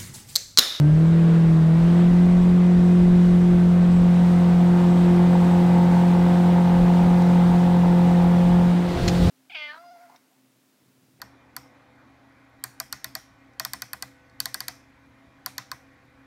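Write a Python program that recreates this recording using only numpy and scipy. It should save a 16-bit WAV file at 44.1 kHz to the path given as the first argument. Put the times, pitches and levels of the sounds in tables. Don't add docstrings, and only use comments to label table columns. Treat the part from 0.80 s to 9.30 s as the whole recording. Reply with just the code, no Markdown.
import sys
import numpy as np
from scipy import signal
from scipy.fft import rfft, irfft, next_fast_len
from scipy.io import wavfile
from scipy.ndimage import uniform_filter1d

SR = 44100
rng = np.random.default_rng(int(sys.argv[2]) if len(sys.argv) > 2 else 0)


def decibels_to_gain(level_db):
    exponent = np.asarray(level_db, float) / 20
    return 10 ** exponent


def generate_wav(signal):
    frames = np.transpose(np.atleast_2d(signal))
    scaled = np.clip(frames, -1, 1) * 32767
    pcm = np.round(scaled).astype(np.int16)
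    wavfile.write(sys.argv[1], SR, pcm)


N = 374850

AHEAD_DEG = 68


def unit(x):
    return x / np.sqrt(np.mean(x ** 2) + 1e-20)


def seconds():
    return np.arange(N) / SR


def curves(rows):
    s, *cols = np.transpose(rows)
    return [np.interp(seconds(), s, c) for c in cols]


def wobble(rate):
    knots = rng.standard_normal(int(N * rate / SR) + 4)
    return np.interp(np.arange(N) * rate / SR, np.arange(len(knots)), knots)


def bump(x, centre, width):
    return np.exp(-((x - centre) / width) ** 2)


def swell_db(rows):
    return sum(db * bump(seconds(), s, half) for s, half, db in rows)


def filtered(x, gain):
    m = next_fast_len(N + 8192)
    return irfft(rfft(x, m) * gain(np.fft.rfftfreq(m, 1 / SR)), m)[..., :N]


def colour(points):
    f, v = np.transpose(points)
    return lambda hz: decibels_to_gain(np.interp(np.log(hz + 1), np.log(f), v))


def rush(gain, patchy_db):
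    z = signal.stft(rng.standard_normal(N + 512), nperseg=512)[2]
    field = uniform_filter1d(rng.standard_normal(z.shape), size=8, axis=0)
    field = uniform_filter1d(field, size=8, axis=1)
    x = signal.istft(z * decibels_to_gain(patchy_db * unit(field)), nperseg=512)[1][:N]
    return unit(filtered(x, gain))


def camera():
    # start in seconds, view (0 speeding up, 1 shielded, 2 exposed).
    views = [(0, 1.1), (.5, 0), (.9, 1.2), (2.5, 0.88), (3.5, 1.5), (4, 1.74), (4.4, 1.74), (4.55, 2.08),
             (5, 2), (8.5, 2)]
    # time in seconds, heading in degrees.
    swing = [(7.5, 0.5), (7.8, 14), (7.93, 35), (8.05, 64), (8.19, 88), (8.33, 122.5), (8.43, 133),
             (8.5, 115)]
    view, heading = curves(views)[0], curves(swing)[0]
    ahead = 1 / (1 + np.exp((AHEAD_DEG - heading) / 4))
    shadow = bump(heading, 53, 27.5)
    return view + ahead, np.clip(view - 1, 0, 1), heading, shadow, ahead


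def throttle():
    # time in seconds, firing rate in Hz.
    speed = [(0.02, 146.0), (0.2, 160.1), (0.3, 164.5), (0.4, 166.1), (0.6, 165.5), (0.8, 160.9),
             (0.9, 161.7), (1.1, 170.8), (1.2, 173.5), (1.5, 177.9), (2.5, 176.8), (3, 175.5), (4, 175.5),
             (4.5, 176.2), (5, 175.5), (6.5, 175.8), (7, 174.9), (8.5, 175.4)]
    return curves(speed)[0]


def crank():
    firing_hz = throttle() + 0.382 * wobble(6)
    return np.cumsum(firing_hz) * np.pi / (2 * SR)


def order(angle, multiple, flutter, start):
    a = multiple * angle + start
    return np.sqrt(2) * ((1 + flutter * wobble(22)) * np.cos(a) + flutter * wobble(22) * np.sin(a))


def firing_note(angle):
    _, seen, heading, _, _ = camera()
    note_db = -14 - 1.1 * seen + 0.32 * wobble(5)
    return decibels_to_gain(note_db) * np.cos(np.radians(heading)) * order(angle, 4, flutter=0.021, start=0)


def hull_octave(angle):
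    # centre in seconds, half length in seconds, rise in dB.
    swells = [(0.062, 0.047, 10.5), (.22, 0.035, 5.5), (0.423, .1, 5.5), (.71, 0.043, 5.5), (1.202, .25, 5),
              (1.798, .3, 3), (2.252, 0.29, 6), (2.7, 0.14, 5.5), (3.97, 0.18, 6.5), (4.3, 0.12, 6.5),
              (4.75, 0.44, 6), (5.5, 0.2, 3.5), (6.2, .25, 2), (6.943, 0.032, 4), (7.127, .05, 5),
              (8.334, .15, 4.5)]
    octave_db = -35.5 + 1.27 * wobble(12) + swell_db(swells)
    return decibels_to_gain(octave_db) * order(angle, 8, flutter=0.18, start=0)


def uneven_orders(angle):
    # multiple of the firing rate, level in dB.
    rising = [(0.25, -28), (0.5, -27), (0.75, -23.5), (1, 0), (1.25, -19), (1.5, -46), (1.75, -31.5),
              (2, -22), (2.25, -25.5), (2.5, -32), (2.75, -20), (3, -27), (3.25, -35), (3.5, -24.5),
              (3.75, -33.5), (4, -49), (4.25, -29.5), (4.5, -40), (4.75, -46), (5, -44.5), (5.25, -45),
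              (5.5, -42), (5.75, -40.5), (6, -50), (6.25, -48.5), (6.5, -47.5), (6.75, -46), (7, -47.5)]
    shielded = [(0.25, -27.5), (0.5, -21.5), (0.75, -25), (1, 0), (1.25, -22), (1.5, -27), (1.75, -30),
                (2, -18), (2.25, -30.5), (2.5, -31.5), (2.75, -32), (3, -27.5), (3.25, -37), (3.5, -45.5),
                (3.75, -32), (4, -34.5), (4.25, -33), (4.5, -46), (4.75, -41), (5, -40.5), (5.25, -38),
                (5.5, -47.5), (5.75, -54), (6, -44.5), (6.25, -40), (6.5, -47.5), (6.75, -51), (7, -49)]
    exposed = [(0.25, -34.5), (0.5, -23.5), (0.75, -24.5), (1, 0), (1.25, -24.5), (1.5, -25), (1.75, -37),
               (2, -17.5), (2.25, -46), (2.5, -36.5), (2.75, -29), (3, -22), (3.25, -37), (3.5, -40),
               (3.75, -34), (4, -24), (4.25, -26.5), (4.5, -41.5), (4.75, -25), (5, -29), (5.25, -26.5),
               (5.5, -44.5), (5.75, -35), (6, -36.5), (6.25, -39.5), (6.5, -43.5), (6.75, -49.5),
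               (7, -39.5)]
    forward = [(0.25, -14), (0.5, -13), (0.75, -13), (1, 0), (1.25, -22), (1.5, -18.5), (1.75, -19.5),
               (2, -12), (2.25, -26), (2.5, -19.5), (2.75, -18.5), (3, -13.5), (3.25, -30), (3.5, -29),
               (3.75, -21), (4, -16.5), (4.25, -25), (4.5, -35), (4.75, -20), (5, -31), (5.25, -31),
               (5.5, -40), (5.75, -44), (6, -31), (6.25, -44), (6.5, -38), (6.75, -40), (7, -30.5)]
    view = camera()[0]
    levels = np.array([np.transpose(t)[1] for t in (rising, shielded, exposed, forward)])
    burst_db = 1.5 * np.interp(angle / (2 * np.pi), np.arange(500), rng.standard_normal(500))
    out = np.zeros(N)
    for k, column in enumerate(levels.T, 1):
        if k == 12:
            start = 0.8
        elif k < 12:
            start = 1.75 if k % 2 else 2.3
        else:
            start = 2.3 * k + 2.35
        start += rng.normal(0, 0.61) * (k > 6)
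        if k in (1, 4, 8):
            continue
        tone = order(angle, k, flutter=0.24 if k < 13 else 0.22, start=start)
        if k > 14:
            tone = tone * decibels_to_gain(burst_db)
        out += decibels_to_gain(np.interp(view, np.arange(4), column)) * tone
    return out


def pump_whine(angle):
    # multiple of the engine cycle, level in dB.
    whine = [(32, -45.5), (35, -43.5), (39, -57.5), (41, -56), (46, -44.5), (56, -48), (66, -50.5)]
    out = np.zeros(N)
    for multiple, db in whine:
        out += decibels_to_gain(db + 2.9 * wobble(1.5)) * order(angle, round(multiple), flutter=0.46, start=0)
    t = seconds()
    out += decibels_to_gain(-34.5 - 460 * (t - 0.07) ** 2) * order(angle, 42, flutter=0.22, start=0)
    out += decibels_to_gain(-37 - 80 * (t - 0.45) ** 2) * order(angle, 39, flutter=0.15, start=0)
    return out


def engine(angle):
    orders_db = [-17.5, -15, -13.5, -22]
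    view, _, _, shadow, _ = camera()
    level_db = np.interp(view, np.arange(4), orders_db) - 8.5 * shadow
    rest = uneven_orders(angle) + pump_whine(angle)
    return firing_note(angle) + hull_octave(angle) + decibels_to_gain(level_db) * rest


def cowl_roar(angle, surge):
    # frequency in Hz, level in dB per Hz.
    roar = [(40, -120), (70, -16), (150, 0.5), (300, -2.5), (420, -6.5), (600, -8.5), (900, -11),
            (1200, -12.5), (1650, -16), (2100, -18), (2700, -24), (3800, -25), (5000, -35.5), (9000, -120)]
    # centre in seconds, half length in seconds, rise in dB.
    bites = [
        (.52, 0.28, 3),
        (1.148, .2, 2.5),
    ]
    seen, firing_hz = camera()[1], throttle()
    roar_db = -34.5 + 0.15 * (firing_hz - firing_hz[-1]) + 3.5 * seen + swell_db(bites) + 0.3 * surge
    pulse = 1 + 0.029 * np.cos(angle) + 0.04 * np.cos(4 * angle)
    return decibels_to_gain(roar_db) * pulse * rush(colour(roar), patchy_db=0.86)


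def spray_and_mist(surge):
    # frequency in Hz, level in dB per Hz.
    spray = [(1500, -120), (2500, 1), (4000, -2.5), (5500, -3), (7000, -6), (9000, -7.5), (11000, -14),
             (14000, -17), (16000, -20)]
    mist = [(6000, -120), (9000, -5), (12000, -2.5), (15000, -2), (16000, -4.5)]
    _, seen, heading, shadow, ahead = camera()
    firing_hz = throttle()
    spray_db = -61 + 0.06 * (firing_hz - firing_hz[-1]) + 3 * seen - 2.5 * shadow
    spray_db += 0.0961 * np.maximum(heading - AHEAD_DEG, 0)
    mist_db = spray_db - 12.5 + 10 * seen * (1 - 0.3 * ahead) - 1.5 * np.tanh(heading / 15)
    lumps_db = 9 + 0.51 * surge + 0.27 * wobble(22)
    coarse = decibels_to_gain(spray_db + lumps_db) * rush(colour(spray), patchy_db=0.6)
    return coarse + decibels_to_gain(mist_db) * rush(colour(mist), patchy_db=0.5)


def wind_buffet():
    # frequency in Hz, level in dB per Hz.
    buffet = [(10, -120), (18, -3.5), (28, -0.5), (45, 4.5), (70, -1.5), (110, -5.5), (200, -9), (400, -21),
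              (900, -44.5), (1500, -120)]
    # centre in seconds, peak level in dB.
    gusts = [(.14, -31), (.32, -35), (.7, -35), (1.04, -36), (1.3, -33), (1.48, -26.5), (1.62, -30),
             (1.74, -29), (2.0, -38), (2.21, -34), (2.32, -29), (2.51, -28.5), (2.72, -32), (2.86, -35),
             (3.12, -35), (3.24, -29.5), (3.77, -41), (4.09, -41), (5.4, -37), (6.02, -31), (6.27, -37),
             (6.72, -38.5), (7.05, -37), (7.45, -38), (7.67, -34), (7.8, -34), (8.21, -28), (8.45, -26)]
    breeze = decibels_to_gain(-43 + 6 * camera()[4])
    wind = breeze + sum(decibels_to_gain(db) * bump(seconds(), s, 0.05) for s, db in gusts)
    lumps_db = 0.5 + 0.55 * wobble(9.7) + 1.4 * wobble(22)
    return wind * decibels_to_gain(lumps_db) * rush(colour(buffet), patchy_db=2.0)


def intake_hiss():
    intake = (7800, 350, -67)
    hz, width, db = intake
    faded = (1 + np.tanh(2 * (seconds() - 5.8))) / 2
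    hiss_db = db + 3.5 * camera()[1] - 6 * faded + 2.3 * wobble(10)
    return decibels_to_gain(hiss_db) * rush(lambda f: 1 / (1 + (2 * (f - hz) / width) ** 2), patchy_db=2.5)


def cowl_rattle(angle):
    # frequency in Hz, level in dB per Hz.
    rattle = [(500, -120), (620, -8.5), (720, -2.5), (930, 3), (1020, -14), (1300, -120)]
    _, seen, _, shadow, ahead = camera()
    in_sight = seen * (1 - ahead) * (1 - shadow)
    shake = 1 + 0.5 * np.cos(angle + 2.1)
    return decibels_to_gain(-55.5 + 16.3 * in_sight) * shake * rush(colour(rattle), patchy_db=2.5)


def headwind():
    # frequency in Hz, level in dB per Hz.
    wind_colour = [(15, -120), (30, -6), (50, -2), (90, 0.5), (140, -5), (250, -14), (500, -23),
                   (1200, -120)]
    struck = (1 + np.tanh((camera()[2] - 80) / 9)) / 2
    return struck * decibels_to_gain(-26.5 + 2.5 * wobble(25)) * rush(colour(wind_colour), patchy_db=1.5)


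def bow_splash():
    # frequency in Hz, level in dB per Hz.
    splash = [(600, -120), (1200, -0.5), (2500, 0), (4200, 2.5), (6000, -9), (10000, -19), (15000, -20.5),
              (16000, -25)]
    _, _, heading, _, ahead = camera()
    splash_db = -42.5 + 0.0461 * (heading - AHEAD_DEG) + 0.87 * wobble(25)
    return ahead * decibels_to_gain(splash_db) * rush(colour(splash), patchy_db=1.2)


def air_and_water(angle):
    surge = wobble(9)
    behind = cowl_roar(angle, surge) + spray_and_mist(surge) + intake_hiss() + cowl_rattle(angle)
    return behind + wind_buffet() + headwind() + bow_splash()


def fitting():
    # start in seconds, peak level in dB, share of the full ring time (0-1).
    ticks = [
        (6.421, -31, 0.5),
        (8.2782, -15.5, .8),
        (8.2825, -21, .8),
        (8.286, -25, 0.9),
        (8.295, -29, 1),
    ]
    # ring frequency in Hz, level in dB, time to fall by 60 dB in seconds.
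    modes = [(2200, -10, .02), (2700, -4.5, 0.022), (3400, -0.5, .02), (4230, 2.5, 0.022),
             (4780, -4, 0.012), (5645, -6, .02), (6430, -2, 0.023), (7200, -10, .02)]
    # frequency in Hz, level in dB per Hz.
    crack_colour = [(500, -120), (1500, 3), (2500, 0), (4200, 2), (7000, -1), (8500, -18.5), (15000, -22.5),
                    (16000, -120)]
    out, t = np.zeros(N + SR), np.arange(SR // 10) / SR
    grit = rush(colour(crack_colour), patchy_db=0)
    for s, db, share in ticks:
        first = round(s * SR)
        ring = np.zeros(len(t))
        for hz, mode_db, t60 in modes:
            fall_db = mode_db + rng.normal(0, 1.5) - 60 * t / (t60 * share)
            ring += decibels_to_gain(fall_db) * np.sin(2 * np.pi * hz * t)
        crack = 1.6 * decibels_to_gain(-60 * t / (0.04 * share)) * grit[first:][:len(t)]
        onset = 1 - np.exp(-t / 0.00032)
        out[first:][:len(t)] += decibels_to_gain(db - 9.5) * onset * (ring + crack)
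    return out[:N]


def scene():
    angle = crank()
    return (engine(angle) + air_and_water(angle) + fitting())[None]


def low_pass(x):
    return signal.sosfilt(signal.butter(12, 15690, fs=SR, output="sos"), x)


def record(dry):
    ceiling, top_hz = 0.47, 15750
    held = dry / (1 + (dry / ceiling) ** 8) ** (1 / 8)
    kept = filtered(held, lambda hz: hz < top_hz)
    return low_pass(kept)


dry = scene()
out = record(dry)
generate_wav(out)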